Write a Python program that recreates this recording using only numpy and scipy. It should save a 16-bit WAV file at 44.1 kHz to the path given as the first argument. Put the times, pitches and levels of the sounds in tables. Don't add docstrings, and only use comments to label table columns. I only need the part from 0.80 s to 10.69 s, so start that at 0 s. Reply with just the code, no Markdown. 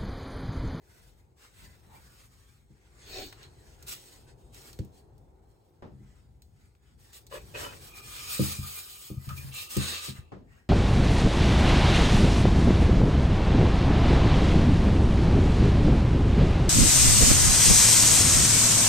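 import sys
import numpy as np
from scipy import signal
from scipy.fft import rfft, irfft, next_fast_len
from scipy.io import wavfile
from scipy.ndimage import uniform_filter1d, map_coordinates

SR = 44100
rng = np.random.default_rng(int(sys.argv[2]) if len(sys.argv) > 2 else 0)


def digitize_waveform(pressure):
    field = np.atleast_2d(pressure).T
    bounded = np.clip(field, -1, 1)
    quanta = np.round(bounded * 32767).astype(np.int16)
    wavfile.write(sys.argv[1], SR, quanta)


N = 436149

# start, attack and length in seconds, hiss level in dB,
# then the body of loose folds and the sheen of a light touch, both in dB against the hiss.
CLOTH_STROKES = [(0.0, 0.11, .29, -67.5, 0.5, -0.5), (0.36, .02, 0.043, -75, -2, 1),
                 (0.556, 0.075, .11, -62, 2.5, -4), (0.685, 0.14, 0.17, -60.5, 0.5, -1.5),
                 (0.883, 0.024, 0.22, -70.5, 1, -1), (1.082, 0.075, .09, -64, 4, 3),
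                 (1.179, 0.046, .26, -65, -0.5, -0.5), (1.502, 0.032, 0.25, -70, -0.5, -0.5),
                 (1.842, 0.37, 0.41, -68.5, 1, -9), (2.174, 0.18, .25, -50, -2.5, -25),
                 (2.554, .07, 0.09, -60.5, 3, -18), (2.646, 0.18, 0.52, -67, 0.5, -5),
                 (3.061, 0.034, 0.069, -43, -11, 2.5), (3.155, 0.041, 0.21, -58.5, -7.5, -3),
                 (3.462, 0.025, 0.039, -62, -0.5, -18), (3.57, 0.015, 0.21, -74, -9, -5),
                 (3.719, 0.033, 0.18, -57.5, -4, -0.5), (4.114, .05, 0.068, -65.5, -9, -2),
                 (4.666, 0.033, 0.29, -81.5, -4, 0), (5.108, 0.17, .29, -73.5, 2.5, -8),
                 (5.715, 0.14, 0.14, -72, -0.5, -5), (5.986, .09, 0.14, -74, 2.5, -9),
                 (6.175, .03, 0.14, -66.5, -2.5, -1), (6.32, 0.024, 0.049, -53.5, -10.5, 2),
                 (6.495, .045, .07, -51, -6.5, 0), (6.605, 0.017, 0.14, -63.5, -3, 1),
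                 (6.737, 0.088, 0.096, -41, -4, -1.5), (6.878, 0.024, 0.098, -57, -6.5, -0.5),
                 (6.98, 0.055, 0.1, -54, -5, 1.5), (7.13, 0.043, 0.06, -54, -2, 3),
                 (7.194, 0.15, 0.29, -46, -8, 0), (7.466, 0.067, .26, -40.5, -10.5, 3.5),
                 (7.753, 0.15, 0.24, -47, -11, 7), (8.019, .02, 0.26, -53.5, -16, 5),
                 (8.385, 0.074, .31, -58.5, 0, 6.5), (8.56, 0.019, 0.022, -51.5, -17, 7),
                 (8.719, 0.043, 0.11, -44, -10, 2.5), (8.884, 0.031, 0.076, -43, -10.5, 3),
                 (8.95, 0.058, 0.21, -39, -4.5, -4.5), (9.206, 0.039, 0.08, -43, -6, -1.5),
                 (9.335, 0.044, 0.039, -56.5, 3.5, -2), (9.653, .08, .15, -73.5, 8.5, -19)]
# frequency in Hz, level in dB.
HISS_SPECTRUM = [(1500, -26.5), (2400, -2), (3000, -0.5), (4000, 2), (5200, 0), (6500, -1.5), (8200, 0),
                 (10000, -7), (12000, -24), (15000, -42)]
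FOLD_SPECTRUM = [(100, -21), (250, -6.5), (500, -0.5), (720, -6.5), (1050, 0), (1500, 1), (2000, 1.5),
                 (2600, -4.5), (4000, -22)]
SHEEN_SPECTRUM = [(8000, -20.5), (10500, -1), (12800, -5.5), (15800, -10)]
# start, attack and length in seconds, lower and upper band levels in dB.
TAUT_PULLS = [(6.992, 0.43, 0.73, -53, -48), (7.804, .03, 0.12, -56.5, -65.5),
              (7.95, .02, 0.028, -53.5, -51), (8.034, .04, 0.36, -64, -65), (8.484, 0.014, 0.025, -44, -53),
              (8.56, .025, 0.034, -57.5, -45.5), (8.711, 0.013, 0.13, -61, -43.5),
              (8.84, .03, 0.072, -59.5, -59), (8.92, 0.042, 0.33, -51, -44)]
# time in seconds, tension from 0 (slack) to 1 (tight).
CLOTH_TENSION = [(8.65, 0.19), (8.71, 0.8)]
# start, attack and length in seconds, level in dB.
SEAM_CHAFES = [(2.31, 0.083, .12, -52), (2.61, 0.023, 0.032, -54), (8.97, 0.054, 0.18, -40.5),
               (9.255, 0.026, 0.03, -43)]
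FOLD_TUGS = [(1.07, 0.078, 0.086, -57)]
ARM_SWEEPS = [(2.24, .14, 0.19, -42)]
DESK_SCRAPES = [(6.511, 0.0056, 0.058, -45.5), (6.738, 0.014, 0.13, -41), (6.905, 0.024, 0.032, -45.5)]
# centre in Hz, width in Hz, level in dB.
PULL_LOWER_BAND = [(1226, 45, 0)]
PULL_SLACK_BAND = [(2418, 54, 0)]
PULL_TIGHT_BANDS = [(2674, 95, 6), (4050, 420, -5.5)]
SEAM_BANDS = [(3840, 860, -0.5), (4550, 270, -4)]
TUG_BAND = [(875, 110, 0)]
SWEEP_BANDS = [(297, 84, 0), (414, 57, 2), (557, 61, -3), (750, 56, -4), (2270, 440, -12),
               (4200, 720, -3.5), (7600, 1400, -18.5), (14100, 3200, -18.5)]
SCRAPE_BANDS = [(393, 130, 2), (561, 64, 6.5), (966, 150, 1.5), (1330, 210, -1.5), (1630, 220, -2.5),
                (2570, 110, -2), (2940, 180, -5.5), (4140, 630, -13.5)]
# frequency in Hz, level in dB.
DRAUGHT_SPECTRUM = [(18, -12), (35, -1), (60, -5), (90, -8), (160, -24), (400, -66)]

# start in seconds, level in dB, cutoff of the soft contact in Hz, dull push in dB against the bump.
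DESK_BUMPS = [(0.821, -49.5, 260, 1), (1.9, -48.5, 380, -18), (3.989, -28, 560, 5.5),
              (5.132, -40.5, 230, -13), (5.202, -40.5, 243, -16), (7.593, -14.5, 490, -12),
              (7.783, -27, 171, 2), (7.821, -36.5, 139, 4), (8.301, -31, 510, 0), (8.365, -29, 130, 1.5),
              (8.467, -26.5, 134, -6), (8.508, -20, 84.6, -17), (8.573, -35, 203, -7),
              (8.638, -24.5, 112, -16), (8.679, -29.5, 100, -10), (8.965, -16.5, 375, -15),
              (9.281, -28.5, 280, -12), (9.378, -36.5, 119, 1.5)]
# start in seconds, relative level in dB, relative amount of ring in dB,
# centre of the snap in Hz.
SNAPS = [(2.526, -41.5, -25, 1360), (2.630, -49, -9, 3380), (3.026, -43, -22, 7000),
         (3.082, -38, -28, 7040), (3.745, -48, -21, 7140), (3.930, -45.5, -11, 5000),
         (3.989, -42.5, -19, 2830), (4.048, -54.5, -34, 9300), (4.380, -60, -28, 8350),
         (5.62, -50.5, -11, 7000), (5.951, -63.5, -22, 1070), (6.331, -45.5, -25, 4030),
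         (6.467, -46.5, -13, 5900), (8.490, -38.5, -32, 3420), (8.968, -25.5, -38, 7100)]
# frequency in Hz, level in dB, seconds to fall by 60 dB.
DESK_MODES = [(81.2, -13.5, 0.52), (103.4, -16, 0.27), (132.4, -1, .24), (170.3, -23, 0.34),
              (200.9, -8.5, 0.27), (237.3, -16, 0.19), (311.3, -8, 0.19), (380, -9.5, 0.11),
              (514, -7.5, 0.072)]
FASTENER_MODES = [(2130, -18, .05), (3940, 0, 0.14), (4250, -41, .06), (4350, 7, 0.12), (7800, -12, .09),
                  (12460, -7, .08)]
# start in seconds, relative level in dB.
FAR_KNOCKS = [(5.023, -46.5), (9.519, -44.5)]
# time in seconds, relative rumble and rush levels in dB.
AIR_LEVELS = [(0, -67, -70), (.7, -67.5, -73.5), (1.1, -62, -68.5), (1.8, -67, -78.5), (2.4, -61, -63),
              (2.8, -64, -65), (4.1, -59, -63.5), (4.7, -64.5, -68), (6.1, -65.5, -77), (6.8, -55, -59),
              (8.1, -64.5, -73), (9.3, -67.5, -65.5), (9.89, -63, -76.5)]
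# frequency in Hz, level in dB.
KNOCK_SPECTRUM = [(40, -7), (100, 4), (220, 6.5), (480, 1.5), (750, -2.5), (1300, -8.5), (2500, -21.5),
                  (6000, -33.5), (15000, -59)]
RUMBLE_SPECTRUM = [(18, -28), (35, -7.5), (52, 3), (80, 0), (105, -1.5), (130, -2), (165, -9.5),
                   (250, -14.5), (400, -34), (1000, -73)]
RUSH_SPECTRUM = [(120, -8), (220, -5.5), (380, 6.5), (600, -4), (830, -1), (1100, -12.5), (2000, -25.5),
                 (8000, -60)]
# frequency in Hz, seconds to fall by 60 dB.
ROOM_DECAY = [(100, 0.53), (400, 0.35), (1500, 0.22), (5000, 0.36), (14000, 0.17)]
# frequency in Hz, likeness of left and right (1 is mono).
STEREO_LIKENESS = [(60, 0.98), (200, 0.56), (400, 0.63), (700, 0.072), (3000, 0.032)]
# frequency in Hz, left minus right in dB.
LEFT_LEAN = [(50, 3), (115, 3), (200, 0.6), (700, 1), (1300, 1), (2400, 0.9), (4400, -0.5)]
# frequency in Hz, phase lag in turns.
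TREBLE_LAG = [(7900, 0), (10400, .5), (11900, .5), (13800, 1)]


def cloth_strokes(rest_db=-84.5):
    power = np.full((3, N), amp(2 * rest_db))
    for start, attack, length, db, body_db, sheen_db in CLOTH_STROKES:
        power += (amp([[0], [body_db], [sheen_db]]) * movement(start, attack, length, db)) ** 2
    hiss, body, sheen = np.sqrt(power)
    weave = fibres(slips_per_s=1200, size_db=7.5, grain_db=-9, patchy_db=2.05)
    folds = fibres(slips_per_s=600, size_db=7.5, grain_db=-8.5, patchy_db=2.5)
    grip = amp(0.89 * wobble(55) + 0.6 * wobble(19))
    return grip * (hiss * coloured(weave, HISS_SPECTRUM)
                   + body * coloured(folds, FOLD_SPECTRUM)
                   + sheen * coloured(weave, SHEEN_SPECTRUM))


def fibres(slips_per_s, size_db, grain_db, patchy_db):
    slips = (rng.random(N) < slips_per_s / SR) * amp(size_db * np.minimum(rng.exponential(size=N), 2))
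    crackle = noise() + amp(grain_db) * unit(slips * np.sign(noise()))
    spectra = signal.stft(crackle, nperseg=512)[2]
    patches = uniform_filter1d(rng.standard_normal(spectra.shape[1:]), size=4, axis=0)
    patches = uniform_filter1d(patches, size=12, axis=1)
    texture = signal.istft(spectra * amp(patchy_db * unit(patches)), nperseg=512)[1][:, :N]
    return early_reflections(texture)


def movement(start, attack, length, db):
    t = np.arange(N) / SR - start
    speed = np.clip(t / attack, 0, 1)
    fall_20db_s = 0.043 + 0.4 * length
    stopping = np.clip((t - length) / fall_20db_s, 0, 10)
    return speed ** 0.94 * amp(db - 20 * stopping)


def together(movements):
    return np.sqrt(sum(movement(*row) ** 2 for row in movements))


def taut_pulls():
    lower_gain = together((*timing, db) for *timing, db, _ in TAUT_PULLS)
    upper_gain = together((*timing, db) for *timing, _, db in TAUT_PULLS)
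    tension = np.clip(curves(CLOTH_TENSION)[0], 0, 1)
    slips = fibres(slips_per_s=540, size_db=2.5, grain_db=-4, patchy_db=2) * amp(2 * wobble(25))
    upper = (1 - tension) * resonate(slips, PULL_SLACK_BAND) + tension * resonate(slips, PULL_TIGHT_BANDS)
    return lower_gain * resonate(slips, PULL_LOWER_BAND) + upper_gain * upper


def seam_rasp():
    slips = fibres(slips_per_s=410, size_db=5.5, grain_db=-0.5, patchy_db=2.5)
    return together(SEAM_CHAFES) * resonate(slips, SEAM_BANDS)


def drags(draught_db=-8):
    slips = fibres(slips_per_s=460, size_db=1, grain_db=-1.5, patchy_db=4.5)
    sweep = together(ARM_SWEEPS)
    hollow = sweep * resonate(slips, SWEEP_BANDS)
    scrape = together(DESK_SCRAPES) * resonate(slips, SCRAPE_BANDS)
    draught = sweep * amp(draught_db) * coloured(noise(), DRAUGHT_SPECTRUM)
    return spread(hollow + scrape) + draught


def fold_tug():
    return together(FOLD_TUGS) * resonate(noise(), TUG_BAND)


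def desk_bumps(build_cycles=0.91, boom_db=-29, stereo_turns=0.12, push_s=0.0034, push_delay_s=0.01626):
    out, t = np.zeros((2, N)), np.arange(SR // 2) / SR
    hz, mode_db, t60 = np.transpose(DESK_MODES)[:, :, None]
    envelope = amp(-60 * t / t60) * (1 - np.exp(-(t * hz / build_cycles) ** 2))
    push_time = (t - push_delay_s) / push_s
    push = (1 - 2 * push_time ** 2) * np.exp(-push_time ** 2)
    for start, db, cutoff_hz, push_db in DESK_BUMPS:
        contact = lambda f: 1 / np.sqrt(1 + (f / cutoff_hz) ** 6)
        strength = amp(mode_db + rng.normal(0, 1, hz.shape)) * contact(hz)
        phase = rng.random(hz.shape) + stereo_turns * rng.standard_normal((2, len(hz), 1))
        ring = np.sum(strength * envelope * np.sin(2 * np.pi * (hz * t + phase)), axis=1)
        tail = coloured(room_tail(stretch=0.86), KNOCK_SPECTRUM)
        boom = filtered(tail, contact) * (1 - np.exp(-t / 0.00055))
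        add(out, start, amp(db) * (ring + amp(push_db) * push + amp(boom_db) * boom))
    return out


def ticks(snap_t60=0.032, tail_t60=0.44, tail_db=-16):
    out, t = np.zeros((2, N)), np.arange(SR // 2) / SR
    hz, mode_db, t60 = np.transpose(FASTENER_MODES)[:, :, None]
    for start, db, ring_db, centre_hz in SNAPS:
        burst = resonate(noise(len(t)), [(centre_hz, 1.5 * centre_hz, 0)])
        snap = burst * (amp(-60 * t / snap_t60) + amp(tail_db - 60 * t / tail_t60))
        phase = rng.random((2, len(hz), 1))
        ring = np.sum(amp(mode_db - 60 * t / t60) * np.sin(2 * np.pi * (hz * t + phase)), axis=1)
        add(out, start, amp(db - 3.5) * (snap + amp(ring_db - 5) * ring))
    return out


def far_knocks():
    out = np.zeros((2, N))
    for start, db in FAR_KNOCKS:
        tail = room_tail(stretch=0.98) + amp(-4) * room_tail(stretch=1.3)
        add(out, start, amp(db - 8) * coloured(tail, KNOCK_SPECTRUM))
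    return out


def room_air():
    rumble_db, rush_db = curves(AIR_LEVELS)
    rumble = amp(rumble_db + 4.5 + 3 * wobble(7)) * coloured(noise(), RUMBLE_SPECTRUM)
    rush = amp(rush_db + 2) * coloured(noise(), RUSH_SPECTRUM)
    return rumble + rush


def early_reflections(pair, echo_db=-6, span_s=0.009, echoes=10, poses=4):
    out = np.zeros((2, N))
    for pose in range(poses):
        paths = np.zeros((2, SR // 10))
        lateness = rng.random((2, echoes))
        delay = np.round((0.03 + lateness) * span_s * SR).astype(int)
        polarity = rng.choice([-1, 1], (2, echoes))
        paths[[[0], [1]], delay] = amp(echo_db - 4.8 * lateness) * polarity / np.sqrt(echoes / 2)
        blend = np.cos(np.pi * (wobble(1.5) + pose / poses))
        out += blend * signal.oaconvolve(pair, paths, axes=1)[:, :N]
    return unit(pair + out / np.sqrt(poses / 2))


def room_tail(stretch):
    hz, t, spectra = signal.stft(noise(SR // 2), SR, nperseg=256)
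    t60 = stretch * along(ROOM_DECAY, hz)[:, None]
    return signal.istft(spectra * amp(-60 * t / t60), SR, nperseg=256)[1][:, :SR // 2]


def resonate(pair, bands):
    def response(hz):
        return sum((-1) ** k * amp(db) * 1j * hz * width / (centre ** 2 - hz ** 2 + 1j * hz * width)
                   for k, (centre, width, db) in enumerate(bands))
    return unit(filtered(pair, response))


def coloured(pair, spectrum):
    return unit(spread(filtered(pair, lambda hz: amp(along(spectrum, hz)))))


def spread(pair):
    angle = lambda hz: np.arccos(np.clip(along(STEREO_LIKENESS, hz), -1, 1)) / 2
    mid, side = filtered(pair, lambda hz: np.array([np.cos(angle(hz)), np.sin(angle(hz))]))
    return np.array([mid + side, mid - side])


def filtered(x, response):
    n = x.shape[-1]
    padded = next_fast_len(n + 8192)
    return irfft(rfft(x, padded) * response(np.fft.rfftfreq(padded, 1 / SR)), padded)[..., :n]


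def along(points, hz):
    knots_hz, values = np.transpose(points)
    return np.interp(np.log(hz + 1), np.log(knots_hz + 1), values)


def curves(rows):
    times, *columns = np.transpose(rows)
    return [np.interp(np.arange(N) / SR, times, column) for column in columns]


def wobble(rate):
    return map_coordinates(rng.standard_normal(int(N * rate / SR) + 4), [np.arange(N) * rate / SR])


def noise(size=N):
    return rng.standard_normal((2, size))


def add(track, start, sound):
    part = track[:, round(start * SR):][:, :sound.shape[-1]]
    part += sound[..., :part.shape[-1]]


def amp(db):
    return 10 ** (np.asarray(db) / 20)


def unit(x):
    return x / np.sqrt(np.mean(x ** 2) + 1e-20)


def scene():
    cloth = cloth_strokes() + seam_rasp() + fold_tug() + drags() + taut_pulls()
    mix = cloth + desk_bumps() + far_knocks() + ticks() + room_air()
    return filtered(mix, lambda hz: amp(np.array([[0.5], [-0.5]]) * along(LEFT_LEAN, hz)))


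def record(dry):
    shared_hz, top_hz = 6200, 15900
    left, right = dry
    lag = lambda hz: np.exp(-2j * np.pi * np.interp(hz, *np.transpose(TREBLE_LAG)))
    shared_treble = filtered(left, lambda hz: (hz >= shared_hz) * lag(hz))
    right = filtered(right, lambda hz: hz < shared_hz) + shared_treble
    return filtered(np.array([left, right]), lambda hz: hz < top_hz)


dry = scene()
out = record(dry)
digitize_waveform(out)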